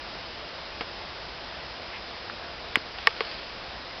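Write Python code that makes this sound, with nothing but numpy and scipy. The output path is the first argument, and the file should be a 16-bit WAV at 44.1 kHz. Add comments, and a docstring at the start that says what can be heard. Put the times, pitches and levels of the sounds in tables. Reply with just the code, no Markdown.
"""From the start a river hisses evenly past a small hand-held camera on the bank, tiny bubbles ringing
in its wash, over the faint hum and thin whine of the narrow-band mono recorder. At 0.8 s fingers shift
on the camera and its case clicks. From about 2 s they rub softly between more clicks, and two of these,
near 2.8 and 3.1 s, hit hard enough to overload. A last click and rub give way to the river."""
import sys
import numpy as np
from scipy import signal
from scipy.fft import rfft, irfft
from scipy.io import wavfile
from scipy.ndimage import uniform_filter1d

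SR = 44100
rng = np.random.default_rng(int(sys.argv[2]) if len(sys.argv) > 2 else 0)


def materialize(psi):
    """Save the field psi as 16-bit PCM at rate SR to the path in sys.argv[1].

    A 1-D psi becomes a single channel; in a 2-D psi each row is a channel.
    """
    bounded = np.clip(np.atleast_2d(psi).T, -1, 1)
    quanta = np.round(bounded * 32767).astype(np.int16)
    wavfile.write(sys.argv[1], SR, quanta)


N = 176400

# The recorder's hum and whine. Each row: pitch in Hz, rms level in dB.
HUM_TONES = [(344.5, -62), (689.1, -60.5), (861.3, -62.5), (5012, -57), (6013, -61.5)]
# Tone colour of the moving water. Each row: frequency in Hz, relative spectral level in dB.
WASH_EQ = [(12, -31), (20, -4), (22, -11.5), (54, 2.5), (113, -7.5), (139, -6.5), (278, -7), (313, -7),
           (343, -6), (412, -5.5), (670, -1.5), (806, -5), (884, -4), (2180, -7.5), (5000, -9),
           (6500, -23.5), (11000, -120)]
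# Fingers rubbing the case. Each row: middle in seconds, half length in seconds, level in dB,
# band centre in Hz, band width in octaves.
FINGER_RUBS = [(1.951, 0.019, -38, 2240, 0.38), (2.436, 0.024, -44, 1380, 0.24),
               (3.1, 0.089, -42, 2130, 0.93), (3.294, 0.068, -40.5, 2280, .45),
               (3.3, 0.068, -42.5, 4540, 0.14)]
# Clicks of the case. Each row: start in seconds, knock level in dB, knock pitch in Hz, knock rise in
# seconds, snap level in dB, snap pitch in Hz, tick level in dB, ring level in dB, ring tilt in dB per
# octave, rattle level in dB.
CASE_CLICKS = [(0.8086, -25.5, 330, 0.0015, -19, 2600, -26.5, -25.5, -7, -26.5),
               (2.2984, -21, 1400, 0.00059, -45.5, 2520, -45, -47, -1, -43),
               (2.7566, -2.5, 1993, 0.0006, -6, 3020, -20, -14, 1, -24),
               (2.7714, -22, 282, 0.0015, -24, 2100, -45, -49, 0, -48),
               (2.9856, -33, 1900, 0.00085, -26.5, 2900, -40, -44, -5, -34),
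               (3.0716, -7.5, 1788, .0015, -2, 2700, -5.5, -2.5, 1, -27),
               (3.2065, -26, 450, .003, -15, 2170, -19, -22, -6.5, -24)]
# Resonances of the case. Each row: pitch in Hz, relative level in dB, time to fall 60 dB in seconds.
CASE_MODES = [(455, -10, .04), (730, -12.5, 0.017), (875, -10.5, 0.033), (1137, -1, 0.023),
              (1640, -0.5, .012), (1869, 1.5, .017), (2220, -7.5, 0.028), (2730, -16, 0.012),
              (5024, -12, 0.011)]
# Tone colour of the rattle after a click. Each row: frequency in Hz, relative spectral level in dB.
RATTLE_EQ = [(100, -10), (400, -9), (750, 12), (1400, 8), (2400, 5.5), (3600, 1.5), (5000, 2), (7000, -47)]
# Treble roll-off of the microphone channel. Each row: frequency in Hz, gain in dB.
MIC_EQ = [(4900, 0), (5150, 2), (5500, -3.5), (5900, -7.5), (6150, -29.5), (6400, -68), (7000, -109)]


def amp(db):
    """Decibels to gain."""
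    return 10 ** (np.asarray(db) / 20)


def unit(x):
    """Scales to rms 1."""
    return x / np.sqrt(np.mean(x ** 2) + 1e-20)


def equalise(x, curve):
    """Shapes a sound with an EQ curve drawn on a log-frequency axis."""
    curve_hz, curve_db = np.transpose(curve)
    hz = np.fft.rfftfreq(len(x), 1 / SR)
    gain_db = np.interp(np.log(hz + 1), np.log(curve_hz + 1), curve_db)
    return irfft(rfft(x) * amp(gain_db), len(x))


def burst(t, db, hz, rise_s):
    """A short tone that swells to its level and dies at once."""
    return amp(db) * (t / rise_s) ** 2 * np.exp(2 * (1 - t / rise_s)) * np.sin(2 * np.pi * hz * t)


def hum():
    """The camera's electronics lay steady, faint tones under everything."""
    t = np.arange(N) / SR
    return sum(np.sqrt(2) * amp(db) * np.sin(2 * np.pi * (hz * t + rng.random())) for hz, db in HUM_TONES)


def river(level_db=-39.5, patch_db=0.5, swell_db=0.18):
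    """Moving water makes a wide bed of noise with faint drifting patches of colour and a slow swell."""
    _, _, spectra = signal.stft(rng.standard_normal(N), SR, nperseg=1024, noverlap=768)
    across_bands = uniform_filter1d(rng.standard_normal(spectra.shape), size=14, axis=0)
    patches = unit(uniform_filter1d(across_bands, size=14, axis=1))
    swell = unit(uniform_filter1d(rng.standard_normal(spectra.shape[1]), size=70))
    drift = amp(patch_db * patches + swell_db * swell)
    wash = signal.istft(spectra * drift, nperseg=1024, noverlap=768)[1][:N]
    top_cut = [(6500, WASH_EQ[-1][1]), (7000, -90)]
    return amp(level_db) * unit(equalise(wash, WASH_EQ + top_cut))


def bubbles(level_db=-52.5, per_s=210, pitches=24, ring_cycles=10):
    """Tiny bubbles ring briefly at random moments inside the wash."""
    t, fizz = np.arange(2048) / SR, np.zeros(N)
    for hz in np.geomspace(500, 3500, num=pitches):
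        onsets = rng.random(N) < per_s / pitches / SR
        strength = amp(-1.5 * np.minimum(rng.exponential(1, N), 4))  # up to 6 dB softer
        age = hz * t / ring_cycles
        ping = age * np.exp(-2 * age) * np.sin(2 * np.pi * hz * t)
        fizz += signal.oaconvolve(onsets * strength, ping)[:N]
    return amp(level_db) * unit(fizz)


def finger_rub(middle_s, half_s, db, centre_hz, octaves, grain_db=3):
    """A finger slips over the case: a band of grainy friction that swells and fades."""
    t, hz = np.arange(N) / SR, np.fft.rfftfreq(N, 1 / SR)
    noise = rng.standard_normal(N)
    grain = amp(grain_db * unit(uniform_filter1d(rng.standard_normal(N), size=150)))
    band = np.exp(-0.5 * (np.log2((hz + 1) / centre_hz) / octaves) ** 2)
    friction = irfft(rfft(noise * grain) * band, N)
    return amp(db) * unit(friction) * np.exp(-0.5 * ((t - middle_s) / half_s) ** 2)


def case_click(knock_db, knock_hz, knock_rise_s, snap_db, snap_hz, tick_db, ring_db, tilt_db, rattle_db):
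    """A knock, a snap and a thin tick of plastic set the case ringing, with a brief rattle."""
    t = np.arange(4096) / SR
    knock = burst(t, knock_db, knock_hz, knock_rise_s)
    snap = burst(t, snap_db, snap_hz, rise_s=0.00048)
    tick = burst(t, tick_db, hz=4300, rise_s=0.00026)
    ring = np.zeros(len(t))
    for k, (hz, db, t60) in enumerate(CASE_MODES):
        gain = amp(ring_db + db + tilt_db * np.log2(hz / 2000))
        envelope = (1 - np.exp(-hz * t / 2.2)) * amp(-60 * t / t60)  # attack of 2.2 cycles
        ring += (-1) ** k * gain * envelope * np.sin(2 * np.pi * hz * t)
    rattle = amp(rattle_db) * unit(equalise(rng.standard_normal(len(t)), RATTLE_EQ))
    rattle_envelope = (1 - np.exp(-t / 0.00012)) * amp(-60 * t / 0.055)  # sharp attack, 55 ms tail
    return knock + snap + tick + ring + rattle * rattle_envelope


def scene():
    """River, hum and handling meet at one microphone, the same on both channels."""
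    mix = river() + bubbles() + hum() + sum(finger_rub(*row) for row in FINGER_RUBS)
    for start_s, *settings in CASE_CLICKS:
        click = case_click(*settings)
        start = round(start_s * SR)
        mix[start:start + len(click)] += click
    return np.array([mix, mix])


def record(dry, ceiling=0.72, knee=24, edge_hz=16000):
    """The recorder dulls the treble, clips the loudest clicks with a firm knee, then limits the band."""
    dull = np.array([equalise(channel, MIC_EQ) for channel in dry])
    clipped = dull / (1 + abs(dull / ceiling) ** knee) ** (1 / knee)
    lowpass = signal.firwin(511, edge_hz, window=("kaiser", 9), fs=SR)
    return signal.oaconvolve(clipped, lowpass[None], "same")


dry = scene()
out = record(dry)
materialize(out)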